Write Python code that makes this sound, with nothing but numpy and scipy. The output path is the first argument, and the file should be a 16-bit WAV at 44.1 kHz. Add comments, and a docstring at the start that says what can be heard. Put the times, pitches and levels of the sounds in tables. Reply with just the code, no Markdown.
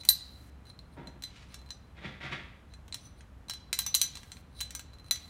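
"""A brief scrape of steel and a sharp clack sound over a low hum: a ball joint is twisted by hand.
Its balls slide in their grooves and strike cage and races, whose modes ring briefly under the fingers.
The heavy housing is dragged over a paper-covered workbench, where friction rasps and shakes the bench,
and skin rubs over the steel. A small workshop reflects it all to a close microphone."""
import sys
import numpy as np
from scipy import signal
from scipy.fft import rfft, irfft, next_fast_len
from scipy.io import wavfile

SR = 44100
rng = np.random.default_rng(int(sys.argv[2]) if len(sys.argv) > 2 else 0)


def dump(signal):
    """Clip the signal to [-1, 1] and save it as 16-bit WAV at the path in sys.argv[1]."""
    limited = np.clip(np.atleast_2d(signal).T, -1, 1)
    pcm = np.round(limited * 32767).astype(np.int16)
    wavfile.write(sys.argv[1], SR, pcm)


N = 233333

# spectrum of still workshop air: f/Hz, level/dB
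AIR_SPECTRUM = [(15, -35.5), (25, -7), (70, -0.5), (195, -10), (285, -14), (354, -20.5), (624, -22),
                (1260, -25), (1560, -27.5), (2760, -34), (4140, -39.5), (4490, -42), (10100, -47),
                (11900, -49), (16000, -55)]
# strokes of steel on steel: peak t/s, rise/s, fall/s, then hiss/dB, race/dB, cage/dB before trims
STROKES = [(0.012, 0.035, 0.0254, -56, -46, -67.5), (0.086, .02, 0.0044, -46, -51.5, -68.5),
           (0.699, 0.068, 0.0307, -63, -55.5, -68.5), (0.942, .05, 0.024, -67.5, -64.5, -95),
           (1.526, .08, .02, -66, -58, -70.5), (2.724, .05, 0.0133, -78.5, -62.5, -79),
           (3.062, 0.184, 0.0724, -61.5, -73.5, -59.5), (3.195, .045, .015, -64.5, -59.5, -69.5),
           (4.597, 0.0875, 0.017, -54.5, -47.5, -64.5), (5.085, .09, 0.018, -66, -65.5, -66.5)]
# spectrum of sliding steel: f/Hz, level/dB
HISS_SPECTRUM = [(1000, -4.5), (3000, -6.5), (5000, 4.5), (6500, -17), (9500, 4.5), (10400, -7.5),
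                 (11400, -1), (15000, -8), (17000, 4.5)]
# modes of the loose parts: f/Hz
LOOSE_MODES_HZ = [1610, 1950, 2150, 2400, 2690, 3080, 3260, 3470, 3730, 4400, 4680, 5520, 5830, 6450, 6850,
                  6965, 7660, 8220, 8500, 9050, 9470, 9620, 11200, 11400, 12870, 14110, 14235, 14420, 15650]
# ball impacts, before trims and grip: t/s, knock/dB, treble/dB re knock, outer race/dB, race t60/s,
# cage/dB re knock, hub/dB re knock
IMPACTS = [(0.0349, -55, -9, -59, .2, -8, -12), (0.051, -43, 0.5, -60.5, 0.24, -27, -39),
           (0.0888, -20, -1, -12, 0.0437, -15.5, 3), (0.104, -37.5, -7.5, -30, .17, -8.5, -11.5),
           (0.7, -64.5, -16.5, -48, 0.0707, -26, -27), (0.7907, -66, -5.5, -44.5, 0.0351, -29, -31.5),
           (1.072, -56.5, -9.5, -43.5, 0.0613, -9, -17.5), (1.223, -49, -4.5, -49, 0.146, -12, -15),
           (1.2374, -41.5, -7.5, -32.5, 0.089, -11, -33), (1.543, -43.5, -11, -52, 0.13, -21, -24.5),
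           (1.7054, -45, -14, -36.5, 0.0647, -7, -33.5), (2.7374, -57.5, -14.5, -51, 0.078, -14.5, -29.5),
           (2.8806, -60, -5, -68.5, .1, -31, -16.5), (2.9251, -44.5, -35, -36, 0.04, -22.5, -33),
           (2.9441, -38, -7, -30, 0.0217, -33.5, -23), (3.2078, -58, -22.5, -62.5, 0.085, -19.5, -30),
           (3.4843, -56.5, -9.5, -48.5, .25, -1, 1), (3.4973, -36, -6.5, -40.5, 0.39, -22.5, -17.5),
           (3.509, -44, -15.5, -37.5, .15, -20.5, -31), (3.536, -47.5, -2.5, -43, 0.038, -9, -8.5),
           (3.729, -27, -6.5, -31, 0.293, -17.5, -9.5), (3.7894, -27, 1.5, -27.5, 0.133, -16, -29),
           (3.8181, -48, -21.5, -45, 0.38, 1, -30), (3.8642, -35.5, -2, -46, 0.41, 3, -25.5),
           (3.943, -37, 4, -20.5, 0.0764, -24.5, -20), (3.9491, -21.5, 0, -32, 0.081, -10.5, -10.5),
           (4.0153, -23.5, -0.5, -21, 0.055, -4, -12.5), (4.04, -40.5, -5.5, -39.5, 0.273, -27.5, -29),
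           (4.154, -44.5, -10, -45, 0.106, -29, -25), (4.1717, -46, -11.5, -44, 0.079, -10, -29.5),
           (4.232, -54.5, -17, -81.5, 0.194, -38, -23.5), (4.3182, -44, -15, -44, 0.043, -15.5, -29.5),
           (4.369, -58.5, -20, -51, 0.041, -32.5, -35), (4.605, -38.5, -14.5, -45, 0.237, -22.5, -14.5),
           (4.61, -36, -0.5, -41, 0.276, -24, -7), (4.615, -45.5, -16.5, -37.5, 0.251, -34.5, -34.5),
           (4.707, -44.5, -7, -62.5, 0.28, -13.5, -26), (4.7504, -38, 0, -49.5, 0.22, -6.5, -3.5),
           (4.7942, -43, -8, -50.5, 0.363, -29, -28.5), (5.1103, -27.5, 0.5, -18.5, 0.053, -5.5, -10.5),
           (5.1584, -46, -8, -67, .18, -35.5, -33.5)]
# spectrum of a steel knock: f/Hz, level/dB
KNOCK_SPECTRUM = [(150, -25), (550, -3.5), (1000, 6), (2200, 7), (3300, 4.5), (4000, 1), (4900, -0.5),
                  (6200, 2), (9600, 0), (10300, -3), (11300, 1), (13300, -5.5), (14400, 0), (16000, -11)]
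# loss of bass in harder knocks: knock/dB, bass gain/dB
BASS_THINNING = [(-60, 0.5), (-52.5, -1.5), (-45, -7), (-27.5, -9.5), (-17.5, -22)]
# modes of the outer race: frequency ratio, level/dB, t60 ratio
RACE_MODES = [(1, 0, 1), (1.012, -17, 1.2), (1.034, -17, .6)]
# modes of the cage, the inner hub and its splined bore: f/Hz, level/dB, t60/s
CAGE_MODES = [(6020, 0, .13), (6165, -12, .08), (14420, -10.5, .09)]
HUB_MODES = [(8939, -2, .12), (9470, -14, .07)]
BORE_MODES = [(12678, 0, .1), (14233, -10, .15)]
# spans in which the balls jostle loosely: from t/s, to t/s
JOSTLE_SPANS = [(0.64, 0.684), (1.59, 1.692), (3.545, 3.535), (4.05, 4.2), (4.91, 5.433)]
# drag of the housing, one curve a pull: t/s, level/dB
PULL_CURVES = [
    [(0.968, -55), (0.978, -46.5), (1.054, -55.5), (1.09, -52), (1.114, -66), (1.168, -57.5), (1.2, -73.5)],
    [(1.95, -77), (1.966, -59.5), (1.976, -55.5), (2.012, -55.5), (2.056, -42.5), (2.1, -51), (2.19, -60.5)],
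    [(2.19, -59), (2.198, -68.5), (2.21, -47.5), (2.25, -40.5), (2.306, -50.5), (2.326, -36),
     (2.354, -44.5), (2.61, -73.5), (2.62, -74)],
]
# shares of paper and bench, one row a pull: rasp gain/dB, rumble gain/dB
PULL_SPLIT = [(-11.5, 3), (0.5, -.5), (1, -3.5)]
# spectra of the rasping paper and the shaken bench: f/Hz, level/dB
PAPER_SPECTRUM = [(410, -65), (700, -5), (970, -13.5), (1060, -4.5), (1580, -1.5), (1700, -1), (1960, 2.5),
                  (2450, -0.5), (3030, -8), (3350, -3.5), (4820, -17), (6940, -27), (14000, -49.5)]
BENCH_SPECTRUM = [(76, -27.5), (130, -1), (200, 0), (373, -9), (426, -9.5), (703, -12), (937, -10.5),
                  (1060, -23), (1500, -21), (1950, -25), (3300, -120)]
# fingers rubbing the housing: t/s, level/dB before trim
RUB_CURVE = [(1.27, -66), (1.35, -62.5), (1.365, -53), (1.39, -60), (1.43, -57), (1.48, -69), (1.55, -55.5)]
# spectrum of skin on steel: f/Hz, level/dB
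SKIN_SPECTRUM = [(800, -1.5), (2400, 10), (4000, 6), (7000, -3.5), (9500, -11), (12000, -24.5),
                 (16000, -35.5)]
# reverberation time of the workshop: f/Hz, t60/s
ROOM_DECAY = [(200, 0.34), (1000, 0.52), (4000, 0.61), (8000, 0.3), (15000, 0.09)]

RACE_HZ, FIRM_DB = 4015.3, -34  # the outer race ringing freely; a knock of middling strength


def gain_of(db):
    """Amplitude ratio of a level in decibels."""
    return np.exp(np.asarray(db) * np.log(10) / 20)


def unit_rms(x):
    """Normalisation to rms 1."""
    return x / np.sqrt(np.mean(x ** 2) + 1e-20)


def value_at(points, hz):
    """Interpolation on a log-frequency axis."""
    f, value = np.transpose(points)
    return np.interp(np.log(hz + 1), np.log(f + 1), value)


def coloured(x, spectrum):
    """Spectral shaping by a curve in dB, to rms 1."""
    size = next_fast_len(len(x), True)
    gain = gain_of(value_at(spectrum, np.fft.rfftfreq(size, 1 / SR)))
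    return unit_rms(irfft(rfft(x, size) * gain, size)[:len(x)])


def envelope(curve):
    """Amplitude envelope through points of t/s, level/dB, silent outside them."""
    s, db = np.transpose(curve)
    out = np.zeros(N)
    n = np.arange(max(round(s[0] * SR), 0), min(round(s[-1] * SR), N))
    out[n] = gain_of(np.interp(n / SR, s, db))
    return out


def add(mix, s, sound):
    """Superposition of a sound starting at time s."""
    part = mix[max(round(s * SR), 0):][:len(sound)]
    part += sound[:len(part)]


def resonate(x, hz, width_hz):
    """Forced response of one damped resonator, to rms 1."""
    r = np.exp(-np.pi * width_hz / SR)
    return unit_rms(signal.lfilter([1, 0, -1], [1, -2 * r * np.cos(2 * np.pi * hz / SR), r * r], x))


def air_and_hum(air_db=-54, hum_db=-56, hum_hz=65):
    """Broadband noise of still air, and a hum that wavers as narrow-band noise does."""
    air = coloured(rng.standard_normal(N), AIR_SPECTRUM)
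    band = resonate(rng.standard_normal(N), hum_hz, width_hz=16)
    hum = resonate(band, hum_hz, width_hz=16)
    return gain_of(air_db) * air + gain_of(hum_db) * hum


def swell(peak_s, rise_s, fall_s, depth_db=29):
    """Friction grows with pressure: a stroke gains depth_db per rise_s, then loses it per fall_s."""
    t = np.arange(N) / SR - peak_s
    away = np.maximum(-t / rise_s, t / fall_s)
    return gain_of(-depth_db * np.minimum(away, 2)) * (away < 2)


def friction(per_s, spread_db):
    """Stick-slip friction: tiny slips at random moments, a few of them large."""
    strength = gain_of(spread_db * np.minimum(rng.exponential(1, N), 4)) * rng.standard_normal(N)
    return unit_rms(strength * (rng.random(N) < per_s / SR))


def jingle(t60, size, spread_db=4, detune=0.018):
    """Modal superposition: the loose parts ring together; mix and pitch depend on where they touch."""
    t = np.arange(size) / SR
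    loudness, shift, phase = rng.standard_normal((3, len(LOOSE_MODES_HZ)))
    waves = np.sin(2 * np.pi * (np.outer(LOOSE_MODES_HZ * (1 + detune * shift), t) + phase[:, None]))
    return unit_rms(gain_of(spread_db * loudness) @ waves) * gain_of(-60 * t / t60)


def sliding_balls(hiss_trim_db=-1, race_trim_db=-2, cage_trim_db=-3):
    """Frictional excitation: fine slips hiss and shake loose parts, coarser ones drive race and cage."""
    hiss, race, cage = sum(gain_of(stroke[3:])[:, None] * swell(*stroke[:3]) for stroke in STROKES)
    slips, catches = friction(per_s=6000, spread_db=2), friction(per_s=700, spread_db=2)
    shaken = unit_rms(signal.fftconvolve(slips, jingle(t60=0.0126, size=2048))[:N])
    out = gain_of(hiss_trim_db) * hiss * coloured(slips + gain_of(4) * shaken, HISS_SPECTRUM)
    out += gain_of(race_trim_db) * race * resonate(catches, RACE_HZ, width_hz=60)
    return out + gain_of(cage_trim_db) * cage * resonate(catches, CAGE_MODES[0][0], width_hz=50)


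def knock(bass_db, treble_db, crack_t60=.014, chatter_db=-20, chatter_t60=.03, jingle_db=-15,
          rebound_db=-15):
    """Impulsive excitation: a crack, three rebounds, dying chatter and the jingle of loose parts."""
    size = 4096
    t, hz = np.arange(size) / SR, np.fft.rfftfreq(2 * size, 1 / SR)
    force = gain_of(-60 * t / crack_t60) + gain_of(chatter_db - 60 * t / chatter_t60)
    for at in np.cumsum(rng.uniform(0.0019, 0.0071, size=3)):  # later rebounds are weaker
        force += (t > at) * gain_of(rebound_db - 60 * at / .15 - 60 * abs(t - at) / 0.0066)
    burst = rng.choice([-1., 1.], size) * force + gain_of(jingle_db) * jingle(t60=0.11, size=size)
    shelves = [(2400, bass_db), (4400, 0), (9000, 0), (11000, treble_db)]
    colour_db = value_at(KNOCK_SPECTRUM, hz) + value_at(shelves, hz)
    log_gain = np.log(gain_of(np.concatenate([colour_db, colour_db[-2:0:-1]])))
    minimum_phase = np.exp(np.conj(signal.hilbert(log_gain)))[:size + 1]  # no sound before the contact
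    return gain_of(9.5) * irfft(rfft(burst, 2 * size) * minimum_phase)


def knocking_balls(impacts, treble_trim_per_db=-0.0779):
    """Impact of balls on cage and race: harder knocks are thinner in bass, with slightly trimmed treble."""
    out = np.zeros(N)
    for s, knock_db, treble_db, *_ in impacts:
        bass_db = np.interp(knock_db, *np.transpose(BASS_THINNING))
        treble_db += treble_trim_per_db * (knock_db - FIRM_DB)
        add(out, s, gain_of(knock_db) * knock(bass_db, treble_db))
    return out


def ring(modes, rise_s=0.00015):
    """Free vibration: each mode decays exponentially from a random phase."""
    t = np.arange(SR // 5) / SR
    tone = sum(gain_of(db - 60 * t / t60) * np.sin(2 * np.pi * (hz * t + rng.random()))
               for hz, db, t60 in modes)
    return np.sqrt(2) * tone * (1 - np.exp(-t / rise_s))


def ringing_parts(impacts, race_trim_db=1, grip=0.85, light_db=-30, press_hz_per_db=4, press_t60=.11):
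    """Damped natural modes: each knock rings race, cage, hub and bore; the grip damps the race."""
    out = np.zeros(N)
    for s, knock_db, _, race_db, race_t60, cage_db, hub_db in impacts:
        # a light ball that stays pressed on the race damps it and raises its pitch
        pressed = np.exp(-race_t60 / press_t60)
        race_hz = RACE_HZ + press_hz_per_db * max(light_db - knock_db, 0) * pressed
        race = [(race_hz * ratio, db, grip * race_t60 * hold) for ratio, db, hold in RACE_MODES]
        # the bore rings with the hub, more so the harder the knock
        bore_db = hub_db - 13.5 + 0.918 * (knock_db - FIRM_DB)
        add(out, s, gain_of(race_db + race_trim_db) * ring(race))
        add(out, s, gain_of(knock_db + cage_db) * ring(CAGE_MODES))
        add(out, s, gain_of(knock_db + hub_db) * ring(HUB_MODES))
        add(out, s, gain_of(knock_db + bore_db) * ring(BORE_MODES))
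    return out


def jostling_balls(per_s=36, knock_db=-67.5, treble_db=-6.5, race_db=-59.5, race_t60=.123, parts_db=-25):
    """Random collisions of loose balls: faint clinks, at least one a span, as rows like IMPACTS."""
    rows = []
    for start, end in JOSTLE_SPANS:
        count = max(round((end - start) * per_s), 1)
        for k in range(count):
            s = start + (end - start) * (k + rng.random()) / count
            rows.append((s, knock_db, treble_db, race_db, race_t60, parts_db, parts_db))
    return rows


def dragged_housing(rasp_trim_db=-1.5, rumble_trim_db=-2, pivot_db=-48, growth=1.092):
    """Friction and forced vibration: the housing rasps over paper fibres and shakes the bench."""
    rasp, rumble = sum(gain_of(shares)[:, None] * envelope(pull)
                       for pull, shares in zip(PULL_CURVES, PULL_SPLIT))
    rumble = gain_of(pivot_db) * (rumble / gain_of(pivot_db)) ** growth  # grows faster than the pull
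    fibres = coloured(friction(per_s=7200, spread_db=1.5), PAPER_SPECTRUM)
    bumps = coloured(rng.standard_normal(N), BENCH_SPECTRUM)
    return gain_of(rasp_trim_db) * rasp * fibres + gain_of(rumble_trim_db) * rumble * bumps


def rubbing_fingers(trim_db=-1):
    """Stick-slip friction of skin on steel gives a dull hiss."""
    hiss = coloured(friction(per_s=7600, spread_db=2.5), SKIN_SPECTRUM)
    return gain_of(trim_db) * envelope(RUB_CURVE) * hiss


def workshop(x, early_db=-11, early_t60=0.098, late_db=-14, gap_s=0.0023):
    """Reverberation: dense reflections from bench and clutter, then a frequency-dependent decay."""
    size = SR * 2 // 3
    n = np.arange(size)
    taps = rng.choice([-1., 1.], size) * (rng.random(size) < 1 / 8) * (n > gap_s * SR)
    hz, t, spectra = signal.stft(taps, SR, nperseg=256)
    decay = gain_of(-60 * t / value_at(ROOM_DECAY, hz)[:, None])
    late = signal.istft(spectra * decay, SR, nperseg=256)[1][:size]
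    early = rng.standard_normal(size) * abs(taps) * gain_of(-60 * n / SR / early_t60)
    response = gain_of(early_db) * early / np.linalg.norm(early)
    response += gain_of(late_db) * late / np.linalg.norm(late)
    return signal.fftconvolve(x, response)[:N]


def scene(ring_wet_db=-3, paper_wet_db=4):
    """Direct and reflected sound add at one microphone; hands shield the ringing parts from the room."""
    impacts = IMPACTS + jostling_balls()
    steel = sliding_balls() + knocking_balls(impacts) + rubbing_fingers()
    tones = ringing_parts(impacts)
    paper = dragged_housing()
    echo = workshop(steel + gain_of(ring_wet_db) * tones + gain_of(paper_wet_db) * paper)
    return (air_and_hum() + steel + tones + paper + echo)[None]


def record(dry, threshold_db=-15, hold_s=0.3986, hiss_db=-67, low_cut_hz=36, high_cut_hz=16100):
    """Gain ranging: a loud peak briefly switches the recorder to a hissier range; band limits follow."""
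    n = np.arange(N)
    last_peak = np.maximum.accumulate(np.where(abs(dry[0]) > gain_of(threshold_db), n, -N))
    hiss = coloured(rng.standard_normal(N), [(2000, -0.5), (8000, -2.5), (12000, -3), (16000, -9)])
    hiss *= gain_of(hiss_db) * (n - last_peak < hold_s * SR)
    sound = signal.sosfilt(signal.butter(2, low_cut_hz, "high", fs=SR, output="sos"), dry + hiss)
    clipped = np.clip(sound, -.75, .75)  # only the hardest crack can overload the input
    low_pass = signal.firwin(161, high_cut_hz, window=("kaiser", 8), fs=SR)
    return signal.oaconvolve(clipped, low_pass[None], "same")


dry = scene()
out = record(dry)
dump(out)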